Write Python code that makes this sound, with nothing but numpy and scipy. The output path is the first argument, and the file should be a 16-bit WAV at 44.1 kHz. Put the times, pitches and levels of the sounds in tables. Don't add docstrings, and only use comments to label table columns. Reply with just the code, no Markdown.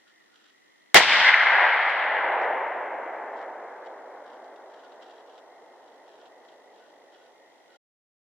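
import sys
import numpy as np
from scipy import signal
from scipy.fft import rfft, irfft, next_fast_len
from scipy.io import wavfile
from scipy.ndimage import uniform_filter1d, minimum_filter1d, map_coordinates

SR = 44100
rng = np.random.default_rng(int(sys.argv[2]) if len(sys.argv) > 2 else 0)


def wrap_up_sound(samples):
    columns = np.atleast_2d(samples).T
    tamed = np.clip(columns, -1, 1)
    steps = np.round(tamed * 32767).astype(np.int16)
    wavfile.write(sys.argv[1], SR, steps)


N = 364707
T = np.arange(N) / SR
SHOT_S, END_S = 0.9444, 7.772

# (frequency [Hz], relative level [dB])
WIND_COLOUR = [(30, -23.5), (100, -19), (200, -5.5), (300, 3), (500, -2), (850, -3.5), (1200, -10),
               (2500, -25), (8000, -47)]
HISS_COLOUR = [(300, -11), (1200, 1), (2400, 1), (3300, -3.5), (4500, -7.5), (5800, -5.5), (8000, -11.5),
               (11000, -13.5), (15500, -23)]
# (frequency [Hz], side compared with middle [dB])
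BACKGROUND_WIDTH = [(60, 4.5), (700, 3), (1400, 5.5), (2400, 0), (4400, 5.5), (15000, -1)]
# (frequency [Hz], relative level [dB])
BUZZ_COLOUR = [(1500, -35.5), (3200, 1.5), (4100, -2.5), (5000, -11), (7500, -14.5), (14000, -45.5)]
# (start [s], end [s], rustle level [dB], load on the motor [0-1])
LENS_RUNS = [(0.064, 0.108, -66, .7), (.32, 0.497, -67.5, 0.76), (3.36, 3.441, -61.5, .8),
             (3.84, 3.885, -62.5, .8), (4.24, 4.383, -68, 0.77), (4.68, 4.96, -68, 0.95),
             (5.01, 5.219, -63.5, 0.6), (5.27, 5.4, -65, 1), (5.802, 5.971, -71.5, 0.52),
             (6.07, 6.28, -66.5, .85), (6.47, 6.55, -69.5, 0.38), (6.73, 6.92, -69, .45),
             (7.118, 7.283, -68.5, 0.43), (7.691, 7.78, -69, .25)]
# (time [s], half length [s], level [dB])
LENS_HUMS = [(0.085, 0.016, -69), (0.343, .03, -68), (0.44, 0.031, -74), (4.842, 0.023, -61),
             (6.166, .04, -74), (6.824, .025, -62.5), (7.221, 0.052, -65.5), (7.737, 0.042, -67)]
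# (time [s], relative peak level [dB], fade time [s])
LENS_TICKS = [(0.1037, -65, .008), (0.3556, -70, 0.0085), (0.483, -64.5, 0.022), (1.892, -48, 0.032),
              (2.415, -56, 0.03), (4.3297, -62, 0.006), (4.4434, -56.5, 0.0046), (4.5587, -58, .007),
              (4.8424, -60, 0.0053), (4.9194, -59, .007), (5.022, -58, 0.01), (5.3766, -60, .008),
              (5.878, -62, .004), (6.254, -57, 0.0092), (6.4494, -59, 0.004), (6.485, -52, 0.0055)]
# (frequency [Hz], width [Hz], relative level [dB])
CASE_RINGS = [(1430, 240, 4), (2920, 270, 2.5), (3264, 190, 5), (3850, 400, 0), (4770, 600, -7),
              (5700, 400, -7.5), (7400, 270, -9)]

# (frequency [Hz], relative level [dB])
CRACK_ECHO_COLOUR = [(300, -73), (600, -34.5), (1000, -12), (1250, -10), (1550, -2.5), (1800, -1.5),
                     (2080, 0.5), (2450, -7.5), (3100, -8), (4200, -17), (5600, -24.5), (6500, -31.5),
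                     (8200, -36), (10500, -47.5), (15000, -55.5)]
ROLL_ECHO_COLOUR = [(50, -56), (110, -52), (180, -34.5), (260, -17), (380, -7), (520, -2), (680, 0.5),
                    (880, 0.5), (1100, -7.5), (1400, -14.5), (2000, -23), (3500, -45), (8000, -93)]
# (frequency [Hz], relative level [dB])
GROUND_COLOUR = [(60, -7), (150, -16), (280, -16), (450, -9), (650, -2), (900, 4)]
# (time [s], slope from 2 to 3.5 kHz [dB per octave])
CRACK_BRIGHTNESS = [(1.02, 5.5), (1.15, 3), (1.245, 1), (1.29, -2), (1.37, -5), (1.6, -8), (2.0, -2),
                    (2.6, -5.5)]
# (frequency [Hz], side compared with middle [dB])
ECHO_WIDTH = [(60, 1.5), (150, -7), (350, -17), (700, -18), (1300, -10), (2300, -17), (3200, -4.5),
              (4400, 3.5), (8000, 2), (15000, -5.5)]
# (frequency [Hz], left minus right [dB])
ECHO_BALANCE = [(200, 0.5), (600, -1), (900, 0), (1300, 1.5), (2400, 2), (4400, 2), (9000, -1)]
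# (time [s], half length [s], change in the crack [dB], change in the roll [dB])
LANDSCAPE = [(1.072, 0.026, -3.5, -4), (1.21, 0.085, 0.5, 1.3), (1.284, 0.021, 3, 0),
             (1.385, 0.034, -1, -3), (1.619, 0.066, .6, 5.5), (2.021, .09, -0.4, -2),
             (2.358, 0.16, 1.55, 2), (5.55, 0.17, -1.5, -0.7), (6.75, 0.71, 2, 3)]
# (time [s], peak level [dB], pitch [Hz])
TRUNK_ECHOES = [(1.0003, -8.5, 2240), (1.006, -7.5, 870), (1.029, -17, 2030), (1.1221, -7.5, 2160),
                (1.2689, -8.5, 2000), (1.2768, -14, 2050), (1.2893, -5.5, 1850), (1.2913, -6.5, 2040),
                (1.3421, -1, 1980)]

# (frequency [Hz], relative level [dB])
MUZZLE_COLOUR = [(30, -28), (100, -23), (200, -17.5), (330, -10.5), (470, -8), (780, -1.5), (1200, -11),
                 (1950, 2.5), (2450, -8.5), (3100, -7), (4200, -13), (6400, -19.5), (10000, -32),
                 (15500, -45.5)]
GROUND_BOOM_COLOUR = [(30, -9), (70, -5.5), (150, -1), (300, 6.5), (450, 3.5), (700, -17.5), (1500, -61.5)]
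# (frequency [Hz], side compared with middle [dB])
MUZZLE_WIDTH = [(60, -2.5), (200, -1), (700, -2), (2000, -7.5), (4400, 1), (12000, 2.5)]


def amp(db):
    return 10 ** (np.asarray(db) / 20)


def along(points, hz):
    frequencies, values = np.transpose(points)
    return np.interp(np.log(hz + 1), np.log(frequencies + 1), values)


def noise():
    return rng.standard_normal((2, N))


def wobble(rate):
    return map_coordinates(rng.standard_normal(int(N * rate / SR) + 4), [T * rate])


def filtered(x, response):
    size = next_fast_len(N + SR // 2)
    return irfft(rfft(x, size) * response(np.fft.rfftfreq(size, 1 / SR)), size)[..., :N]


def coloured(pair, colour, width):
    mid, side = filtered(pair, lambda hz: amp([along(colour, hz), along(colour, hz) + along(width, hz)]))
    return np.array([mid + side, mid - side]) / np.std(mid)


def fuzzy_tone(pitch_hz, width_hz):
    phase = 2 * np.pi * np.cumsum(pitch_hz + 30 * wobble(30)) / SR
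    a, b = filtered(noise(), lambda hz: 1 / (1 + (hz / width_hz) ** 4))
    tone = a * np.cos(phase) + b * np.sin(phase)
    return tone / np.sqrt(np.mean(tone ** 2) + 1e-20)


def envelope(start_s, attack_s, hold_s, fall_db_per_s):
    age = T - start_s
    return np.clip(age / attack_s, 0, 1) * amp(-fall_db_per_s * np.maximum(age - hold_s, 0))


def swell(time_s, half_s):
    return np.exp(-((T - time_s) / half_s) ** 2 / 2)


def running(start_s, end_s, ramp_s):
    return np.clip(.5 + np.minimum(T - start_s, end_s - T) / ramp_s, 0, 1)


def wind_and_hiss(wind_db=-72, hiss_db=-72):
    wind = amp(wind_db + .9 * wobble(4.2)) * coloured(noise(), WIND_COLOUR, BACKGROUND_WIDTH)
    return wind + amp(hiss_db) * coloured(noise(), HISS_COLOUR, BACKGROUND_WIDTH)


def motor(whine_db=-65.5, whine_hz=1954, sag_db=6.5, sag_hz=150, buzz_db=-78, ticks_per_s=50):
    load = sum(share * running(start, end, ramp_s=.09) for start, end, _, share in LENS_RUNS)
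    load = np.clip(load, 0, 1)
    whine_level = amp(whine_db - sag_db * load + wobble(9))
    whine = whine_level * fuzzy_tone(whine_hz - sag_hz * load, width_hz=165)
    since_tick = T % (1 / ticks_per_s)
    ticks = noise() * np.exp(-since_tick / .005)
    buzz = amp(buzz_db) * coloured(ticks, BUZZ_COLOUR, BACKGROUND_WIDTH)
    hum_level = sum(amp(db) * swell(time, half) for time, half, db in LENS_HUMS)
    return whine + hum_level * fuzzy_tone(pitch_hz=1440, width_hz=48) + buzz


def camera_case(hz, soft_hz=8500):
    rings = sum((-1) ** k * amp(db) * 1j * hz * width / (pitch ** 2 - hz ** 2 + 1j * hz * width)
                for k, (pitch, width, db) in enumerate(CASE_RINGS))
    return rings / (1 + (hz / soft_hz) ** 6)


def lens_drive(idle_db=-77, tick_gain_db=-.5, width=.7):
    runs = sum(amp(db) * running(start, end, ramp_s=.032) for start, end, db, _ in LENS_RUNS)
    level = np.maximum(amp(idle_db), runs * amp(1.5 * wobble(33)))
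    for time, peak_db, fade_s in LENS_TICKS:
        level += amp(tick_gain_db + peak_db) * (T > time) * np.exp(-np.abs(T - time) / fade_s)
    grains = noise() * amp(3 * wobble(250))
    mid, side = filtered(level * grains, camera_case) / np.std(filtered(grains, camera_case))
    return np.array([mid + width * side, mid - width * side])


def scatter(colour, spread_db, air_loss, air_power, ground_s, sparkle):
    echoes = coloured(noise() * amp(spread_db * wobble(500)), colour, ECHO_WIDTH)
    hz, times, spectrum = signal.stft(echoes, SR, nperseg=1024)
    hz, age = hz[:, None], np.maximum(times - SHOT_S, 0)
    khz = hz / 1000
    slope = sparkle * np.interp(times, *np.transpose(CRACK_BRIGHTNESS))
    bright_db = slope * np.log2(np.clip(khz, 2, 3.5) / 2)
    air_db = air_loss * khz ** air_power * age
    ground_db = along(GROUND_COLOUR, hz) * np.exp(-(age / ground_s) ** 2)
    gain = amp(bright_db - air_db + ground_db)
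    power = np.mean(np.abs(spectrum.mean(axis=0)) ** 2, axis=1, keepdims=True)
    gain /= np.sqrt(np.sum(power * gain ** 2, axis=0) / power.sum())
    lean_db = along(ECHO_BALANCE, hz)
    pan = amp([lean_db / 2, -lean_db / 2])
    return signal.istft(spectrum * gain * pan, SR, nperseg=1024)[1][:, :N]


def rolling_echo(level_db=-28.5, attack_s=.052, hold_s=1.578, loss_db_per_doubling=15.5):
    age = T - SHOT_S
    doublings = np.log2(np.maximum(age / hold_s, 1))
    level = np.clip(age / attack_s, 0, 1) * amp(level_db - loss_db_per_doubling * doublings)
    swell_db = sum(db * swell(time, half) for time, half, _, db in LANDSCAPE)
    echoes = scatter(ROLL_ECHO_COLOUR, spread_db=.5, air_loss=2, air_power=1.5, ground_s=1.7, sparkle=0)
    return level * amp(swell_db) * echoes


def scattered_crack(near_db=-18.5, far_db=-44, delay_s=.025, attack_s=.052, hold_s=.54):
    near = amp(near_db) * envelope(SHOT_S + delay_s, attack_s, hold_s, fall_db_per_s=15)
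    far = amp(far_db) * envelope(SHOT_S + delay_s, attack_s, hold_s, fall_db_per_s=5)
    swell_db = sum(db * swell(time, half) for time, half, db, _ in LANDSCAPE)
    echoes = scatter(CRACK_ECHO_COLOUR, spread_db=1, air_loss=3.5, air_power=1.214,
                     ground_s=.52, sparkle=1)
    return np.hypot(near, far) * amp(swell_db) * echoes


def trunk_echoes(rise_s=.00065):
    out = np.zeros(N)
    t = np.arange(SR // 50) / SR
    for time, peak_db, hz in TRUNK_ECHOES:
        snap = t / rise_s * np.exp(1 - t / rise_s) * np.sin(2 * np.pi * hz * t)
        out[round(time * SR):][:len(t)] += amp(peak_db) * snap
    return out


def muzzle_blast(front_s=.00012, snap_s=.002, boom_fall_db_per_s=30):
    age = np.maximum(T - SHOT_S, 0)
    front = amp(2) * (1 - age / front_s) * np.exp(-age / front_s)
    snap = amp(-9) * np.exp(-age / snap_s) * noise()
    boom = amp(-42 - boom_fall_db_per_s * age) * coloured(noise(), GROUND_BOOM_COLOUR, ECHO_WIDTH)
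    direct = amp(-5) * envelope(SHOT_S, attack_s=.0003, hold_s=.001, fall_db_per_s=1200.5)
    trunks = amp(-7) * envelope(SHOT_S + .0048, attack_s=.007, hold_s=.023, fall_db_per_s=518.5)
    bushes = amp(-31) * envelope(SHOT_S, attack_s=.03, hold_s=.05, fall_db_per_s=140)
    burst_level = np.sqrt(direct ** 2 + trunks ** 2 + bushes ** 2)
    burst = burst_level * coloured(noise(), MUZZLE_COLOUR, MUZZLE_WIDTH)
    return (T > SHOT_S) * (front + snap + boom) + burst


def scene():
    shot = muzzle_blast() + scattered_crack() + rolling_echo() + trunk_echoes()
    return shot + motor() + lens_drive() + wind_and_hiss()


def limiter(x, ceiling=1.35, window=66):
    needed = ceiling / np.maximum(np.abs(x).max(axis=0), ceiling)
    held = minimum_filter1d(needed, window, origin=window // 3)
    return x * uniform_filter1d(held, window, origin=window // 3)


def cut_lows(x, hz):
    return signal.sosfilt(signal.butter(2, hz, "high", fs=SR, output="sos"), x)


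def record(dry, bend=.041, max_level=1.4, top_hz=15800):
    bent = dry + bend * cut_lows(np.abs(dry) ** 3, hz=50)
    limited = limiter(cut_lows(bent, hz=20))
    flattened = limited / (1 + np.abs(limited / max_level) ** 8) ** (1 / 8)
    sudden_stop = np.clip((END_S - T) / .0081, 0, 1)
    treble_cut = signal.ellip(10, .1, 80, top_hz, fs=SR, output="sos")
    return signal.sosfilt(treble_cut, flattened * sudden_stop)


dry = scene()
out = record(dry)
wrap_up_sound(out)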